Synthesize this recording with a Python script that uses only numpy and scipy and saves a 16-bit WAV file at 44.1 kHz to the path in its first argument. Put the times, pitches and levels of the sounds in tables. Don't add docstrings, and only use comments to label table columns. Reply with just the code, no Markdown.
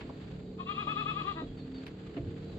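import sys
import numpy as np
from scipy import signal
from scipy.fft import rfft, irfft, next_fast_len
from scipy.io import wavfile

SR = 44100
rng = np.random.default_rng(int(sys.argv[2]) if len(sys.argv) > 2 else 0)


def store_pcm(level_fs):
    pcm = np.round(np.clip(level_fs, -1, 1) * 32767).astype(np.int16)
    wavfile.write(sys.argv[1], SR, np.atleast_2d(pcm).T)


N = 113778
T = np.arange(N) / SR

# (crest time [s], crest pitch before jitter [Hz], level [dB], pitch sag [share],
# full level before crest [s], full level after crest [s], treble [dB], mouth closing [0-1],
# rasp [dB], pitch jitter [share])
BLEAT_PULSES = [(0.6102, 361.99, -31.3984, 0.0911, -0.0003, 0.0022, -9.1681, 0.0, -15.0, 0.004),
                (0.7182, 411.299, -32.6748, 0.1487, 0.0342, 0.0092, 0.2541, 0.0521, -13.0, 0.004),
                (0.8109, 419.486, -31.5951, 0.1388, 0.0399, 0.02, -0.0137, 0.0363, -13.0, 0.005),
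                (0.9101, 433.593, -29.4884, 0.1815, 0.031, 0.021, -1.1369, 0.0736, -16.0, 0.003),
                (1.0035, 433.817, -28.7509, 0.165, 0.0325, 0.0218, -1.0171, 0.1413, -16.0, 0.003),
                (1.0981, 433.118, -28.8683, 0.163, 0.0306, 0.0203, -0.9082, 0.0702, -16.0, 0.003),
                (1.1981, 421.397, -30.6764, 0.1459, 0.0373, 0.0237, -1.8034, 0.1599, -16.0, 0.004),
                (1.2999, 408.145, -30.0013, 0.1479, 0.0362, 0.0168, -2.3312, 0.2673, -15.0, 0.004),
                (1.3908, 322.462, -40.0521, 0.0298, 0.0137, 0.0124, 0.7076, 1.0, -8.0, 0.014)]
# (time [s], pitch [Hz], level [dB])
VOICE_SQUEAKS = [(0.676, 2736, -48), (.762, 2615, -44.5)]
# (frequency [Hz], gain [dB])
THROAT_OPEN = [(350.0, -22.0), (620.0, -25.0), (790.0, -19.6), (880.0, -17.8), (1000.0, -15.8),
               (1100.0, -0.3), (1160.0, -6.6), (1210.0, 3.4), (1260.0, -0.4), (1320.0, -10.3),
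               (1550.0, -27.1), (1750.0, -15.0), (2000.0, -22.2), (2250.0, -18.3), (2420.0, -9.9),
               (2560.0, -3.4), (2750.0, -11.9), (3050.0, -20.6), (3300.0, -12.7), (3480.0, -12.3),
               (3800.0, -31.7), (4600.0, -39.8), (5400, -51), (8000, -62)]
# (frequency [Hz], gain [dB])
THROAT_CLOSED = [(320.0, -3.9), (650.0, -5.0), (970.0, -0.5), (1300.0, -3.6), (1620.0, -8.8),
                 (1940.0, -5.5), (2270.0, -27.4), (2600.0, -13.1), (3200.0, -25.0), (4200.0, -18.2),
                 (5400.0, -55.0)]
# (frequency [Hz], density [dB per Hz])
RASP_COLOUR = [(400, 0.5), (900, -3), (1220, 18.5), (1500, -8.5), (2100, -3.5), (2650, 6.5), (3050, -1.5),
               (3450, 1), (4000, -0.5), (4700, -17), (5400, -30), (7500, -22.5), (9000, -67)]
# (frequency [Hz], left minus right [dB])
GOAT_BALANCE_CURVE = [(350, -4), (680, -5.5), (850, 1.5), (1150, 14.5), (1700, 8.5), (2150, 4.5), (2550, 6),
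                      (2900, -0.5), (4400, 1.5)]
# (frequency [Hz], left lead [radians])
GOAT_LEAD_CURVE = [(500, 0.072), (830, 2.36), (1200, 2.43), (1750, 0.93), (2500, 2.7), (3050, 2.14),
                   (3300, .8), (4400, 2.5)]
# (delay [s], level [dB])
EARLY_ECHOES = [(0.00846, -12.7), (0.01008, -11.9), (0.02121, -18.1), (0.02671, -10.3), (0.02704, -15.1)]
# (time [s], knock [dB], boom [dB], clack [dB], time for the boom to fall 60 dB [s])
BOARD_BUMPS = [(0.043, -48, -62, -73, 0.32), (.091, -48.5, -60.5, -42.5, 0.37),
               (0.868, -47, -73.5, -41, 0.77), (1.197, -52, -53, -45.5, 0.31),
               (1.417, -41, -41.5, -46, 1.1), (2.168, -36, -34.5, -54, 0.44),
               (2.255, -53.5, -39, -70, 0.26)]
# (frequency [Hz], level [dB], time to fall 60 dB [s])
BOARD_TONES = [(274, -11.5, 0.087), (285.4, 6.5, 0.17), (341.7, 0, 0.24), (374, -6.5, 0.23),
               (513, -7, 0.16), (568, -6.5, 0.15), (670, -6.5, 0.16)]
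# (frequency [Hz], density [dB per Hz])
BOOM_COLOUR = [(22, 5.5), (40, 1.5), (64, 0), (95, 0), (130, 3.5), (190, -14.5), (400, -9), (1000, -81)]
# (frequency [Hz], density [dB per Hz])
CLACK_COLOUR = [(200, 5), (600, -2), (1050, 4.5), (1500, -21), (3000, -36.5), (5000, -28.5), (9000, -57.5)]
# (time [s], level [dB])
LITTER_LOUDNESS = [(0, -52.5), (.15, -60), (.3, -56), (.5, -67.5), (1.3, -57.5), (1.52, -62), (1.83, -56.5),
                   (1.95, -60), (2.12, -58.5), (2.55, -58.5)]
# (frequency [Hz], density [dB per Hz])
LITTER_COLOUR = [(300, 14.5), (700, 6.5), (1200, 10.5), (2300, 7), (3500, 5), (4700, -1), (5500, -14.5),
                 (7600, -8.5), (9000, -33)]
# (time [s], level [dB], time to fall 60 dB [s], upper limit [Hz])
DRY_SNAPS = [(.008, -46.5, 0.13, 5240), (1.865, -42, 0.037, 14000), (1.877, -52, 0.091, 10900),
             (2.166, -45.5, 0.12, 4030)]
# (frequency [Hz], density [dB per Hz])
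SNAP_COLOUR = [(300, -27), (800, 7.5), (1300, 4.5), (2500, 7), (3600, 1.5), (4700, -3), (5600, -12),
               (8000, -21), (12000, -13.5), (16000, -45)]
# (time [s], firing rate [per s])
FIRING_RATE = [(0, 36.2), (.4, 36.3), (1.0, 37.3), (1.9, 37.6), (2.58, 38.2)]
# (multiple of the firing rate [count], level [dB])
ENGINE_HUMS = [(2, -69.5), (3, -63), (4, -54), (5, -56), (6, -60.5), (7, -57), (8, -58), (9, -62.5),
               (11, -60.5), (12, -57), (13, -72)]
# (multiple [count], peak time [s], half length [s], rise [dB])
ENGINE_SWELLS = [(4, 1.12, .2, 9), (5, 0.45, 0.23, 6), (6, 0.92, 0.32, 10), (7, 1.15, 0.42, 5.5),
                 (7, 1.757, 0.15, 10.5)]
# (time [s], level [dB])
ENGINE_LOUDNESS = [(0, -0.5), (.6, 0.5), (1.2, -0.5), (1.7, 2.5), (1.9, 1), (2.1, -1.5), (2.4, 3),
                   (2.58, 1.5)]
# (start time [s], length [s], start pitch [Hz], end pitch [Hz], level [dB])
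BIRD_PEEPS = [(0.452, 0.048, 3810, 3660, -66), (1.458, 0.054, 3347, 2960, -61),
              (1.57, 0.052, 4520, 3830, -56.5), (1.736, .06, 4563, 4030, -55),
              (2.441, 0.12, 4020, 3430, -64)]
# (frequency [Hz], density [dB per Hz])
AIR_COLOUR = [(20, -13.5), (36, -6), (70, -3), (140, -4), (300, -8.5), (450, -10.5), (560, -15.5),
              (800, -23), (1200, -41.5), (2500, -47.5), (4600, -32), (5400, -55.5), (7600, -42),
              (8800, -113), (15000, -37.5)]
# (time [s], level [dB])
AIR_LOUDNESS = [(0, 5), (.8, 4.5), (1.2, 6), (1.37, 4.5), (1.65, 3), (1.85, 3), (2.1, 3.5), (2.35, 4),
                (2.58, 8.5)]
# (frequency [Hz], likeness [0-1])
STEREO_LIKENESS = [(60, 1), (300, 0.93), (600, 0.47), (1200, 0.089), (3000, 0.15), (8000, 0.11)]

CLIMB_S, DROP_S = .047, .021
ATTACK_S, RELEASE_S, CLOSED_FADE_S = .017, .004, .012
RASP_ATTACK_S, RASP_RELEASE_S = 0.023, 0.013
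SQUEAK_S = 0.015
JITTER_RATE_HZ, SHIMMER_DB = 300, 1.0
TONE_DB, RASP_DB, SAG_DULLS_DB = -1.5, -4, 10.5
PUFF_DEPTH = .7
ECHO_TOP_HZ = 3040
PEN_T60_S, PEN_DB = .32, -19
TIN_FROM_HZ, TIN_DB = 3430, 4.5
BOOM_RISE_S, CLACK_T60_S = 0.027, .08
ENGINE_WAVER_DB, ENGINE_WANDER_RAD = 2.5, .05
PEEP_BEND, PEEP_WET_DB = 4, -1
PEEP_LOWER_RATIO, PEEP_LOWER_DB, PEEP_WAVER_SHARE = .82, -8, .004
AIR_DB = -52
LOW_CUT_HZ, TOP_CUT_HZ = 37, 15000


def goat():
    voice, puffs = bleat()
    voice += squeaks()
    call = through(voice + rasp(puffs), goat_path)
    treble = through(call, lambda hz: 1 - 1 / (1 + (hz / TIN_FROM_HZ) ** 6))
    return call + pen(call, PEN_DB) + pen(treble, TIN_DB)


def bleat():
    voice, puffs = np.zeros((2, N))
    wobble, shimmer = drift(JITTER_RATE_HZ), from_db(SHIMMER_DB * drift(63))
    k = np.arange(1, 13)[:, None]
    for crest, pitch, db, sag, lead, hold, treble_db, closing, rasp_db, jitter in BLEAT_PULSES:
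        near = np.abs(T - crest) < .1
        t = T[near] - crest
        closing = np.clip(closing, 0, 1)

        slack = 1 - np.exp(-(t / np.where(t < 0, CLIMB_S, DROP_S)) ** 2)
        hz = pitch * (1 + jitter * wobble[near]) * (1 - sag * slack)
        turn = 2 * np.pi * np.cumsum(hz) / SR

        early, late = np.maximum(-t - lead, 0), np.maximum(t - hold, 0)
        release = RELEASE_S + CLOSED_FADE_S * closing ** 2
        level = from_db(db) * shimmer[near] * np.exp(-(early / ATTACK_S) ** 2 - late / release)

        open_colour = (1 - closing) * at_hz(THROAT_OPEN, k * hz)
        colour = open_colour + closing * at_hz(THROAT_CLOSED, k * hz)
        in_treble = at_hz([(1300, 0), (1500, 1)], k * hz)
        colour += (treble_db - SAG_DULLS_DB * slack) * in_treble
        voice[near] += level * np.sum(from_db(TONE_DB + colour) * np.sin(k * turn), axis=0)

        breath = np.exp(-(early / RASP_ATTACK_S) ** 2 - late / RASP_RELEASE_S)
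        puffs[near] += from_db(db + RASP_DB + rasp_db) * breath * (1 + PUFF_DEPTH * np.cos(turn))
    return voice, puffs


def squeaks():
    out = np.zeros(N)
    for s, hz, db in VOICE_SQUEAKS:
        out += from_db(db) * np.exp(-((T - s) / SQUEAK_S) ** 2) * np.sin(2 * np.pi * hz * T)
    return out


def rasp(puffs):
    def colour(hz):
        gain = from_db(at_hz(RASP_COLOUR, hz))
        return gain / np.sqrt(np.mean(gain ** 2))
    return through(puffs * rng.standard_normal(N), colour)


def goat_path(hz):
    echoes = sum(from_db(db) * np.exp(-2j * np.pi * hz * delay) for delay, db in EARLY_ECHOES)
    path = 1 + echoes / (1 + (hz / ECHO_TOP_HZ) ** 4)
    right = from_db(-at_hz(GOAT_BALANCE_CURVE, hz)) * np.exp(-1j * at_hz(GOAT_LEAD_CURVE, hz))
    return path * np.array([np.ones_like(right), right]) * np.sqrt(2 / (1 + np.abs(right) ** 2))


def pen(x, wet_db):
    tail = rng.standard_normal((2, SR // 2)) * blow(0.0017, PEN_T60_S, 0.0085)[:SR // 2]
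    tail /= np.sqrt(np.sum(tail ** 2, axis=1, keepdims=True))
    return from_db(wet_db) * signal.fftconvolve(x, tail, axes=1)[:, :N]


def bumps():
    out, boom, clack = np.zeros((2, N)), noise(BOOM_COLOUR), noise(CLACK_COLOUR)
    for s, knock_db, boom_db, clack_db, boom_t60 in BOARD_BUMPS:
        for hz, db, t60 in BOARD_TONES:
            out += from_db(knock_db + db) * blow(s, t60, 0.0033) * np.sin(2 * np.pi * hz * (T - s))
        out += from_db(boom_db) * blow(s, boom_t60, BOOM_RISE_S) * boom
        out += from_db(clack_db) * blow(s, CLACK_T60_S, 0.006) * clack
    return out


def litter():
    flutter_db = 2.3 * drift(36)
    out = from_db(in_time(LITTER_LOUDNESS) + flutter_db) * noise(LITTER_COLOUR)
    crack = noise(SNAP_COLOUR)
    for s, db, t60, top_hz in DRY_SNAPS:
        dulled = through(crack, lambda hz: 1 / (1 + (hz / top_hz) ** 4))
        out += from_db(db) * blow(s, t60, .0015) * dulled
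    return out


def engine():
    out = np.zeros(N)
    turn = 2 * np.pi * np.cumsum(in_time(FIRING_RATE)) / SR
    for k, db in ENGINE_HUMS:
        swell_db = sum(rise * np.exp(-((T - s) / width) ** 2)
                       for multiple, s, width, rise in ENGINE_SWELLS if multiple == k)
        level = from_db(db + swell_db + ENGINE_WAVER_DB * drift(5))
        phase = 2 * np.pi * rng.random() + ENGINE_WANDER_RAD * k * drift(2.7)
        out += level * np.sin(k * turn + phase)
    return np.sqrt(2) * from_db(in_time(ENGINE_LOUDNESS)) * out


def bird():
    out, waver = np.zeros(N), 1 + PEEP_WAVER_SHARE * drift(130)
    for s, length, start_hz, end_hz, db in BIRD_PEEPS:
        u = np.clip((T - s) / length, 0, 1)
        hz = waver * (start_hz + (end_hz - start_hz) * u ** PEEP_BEND)
        turn = 2 * np.pi * np.cumsum(hz) / SR
        whistle = np.sin(turn) + from_db(PEEP_LOWER_DB) * np.sin(PEEP_LOWER_RATIO * turn)
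        out += from_db(db) * np.sqrt(2 * u * (1 - u)) * whistle
    return out + pen(np.array([out, out]), PEEP_WET_DB)


def air():
    return from_db(AIR_DB + in_time(AIR_LOUDNESS)) * noise(AIR_COLOUR)


def from_db(db):
    return 10 ** (np.asarray(db) / 20)


def rms_one(x):
    return x / np.sqrt(np.mean(x ** 2) + 1e-20)


def in_time(rows):
    return np.interp(T, *np.transpose(rows))


def at_hz(points, hz):
    f, v = np.transpose(points)
    return np.interp(np.log(np.maximum(hz, 1)), np.log(f), v)


def through(x, response):
    size = next_fast_len(N + SR // 2)
    hz = np.arange(size // 2 + 1) * SR / size
    return irfft(rfft(x, size) * response(hz), size)[..., :N]


def drift(rate):
    return rms_one(through(rng.standard_normal(N), lambda hz: 1 / (1 + (hz / rate) ** 2)))


def noise(spectrum):
    def alike(hz):
        return np.clip(at_hz(STEREO_LIKENESS, hz), 0, 1)
    mid, side = rng.standard_normal((2, N))
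    mid = through(mid, lambda hz: from_db(at_hz(spectrum, hz)) * np.sqrt(1 + alike(hz)))
    side = through(side, lambda hz: from_db(at_hz(spectrum, hz)) * np.sqrt(1 - alike(hz)))
    return rms_one(np.array([mid + side, mid - side]))


def blow(start, t60, rise):
    age = np.maximum(T - start, 0)
    return np.minimum(age / rise, 1) * np.exp(-np.log(1000) * np.maximum(age - rise, 0) / t60)


def scene():
    yard = bumps() + litter() + engine() + bird() + air()
    return goat() + yard * from_db([[-.5], [.5]])


def record(dry):
    dry = signal.sosfilt(signal.butter(6, LOW_CUT_HZ, "high", fs=SR, output="sos"), dry)
    return signal.sosfilt(signal.cheby2(12, 70, TOP_CUT_HZ, fs=SR, output="sos"), dry)


dry = scene()
out = record(dry)
store_pcm(out)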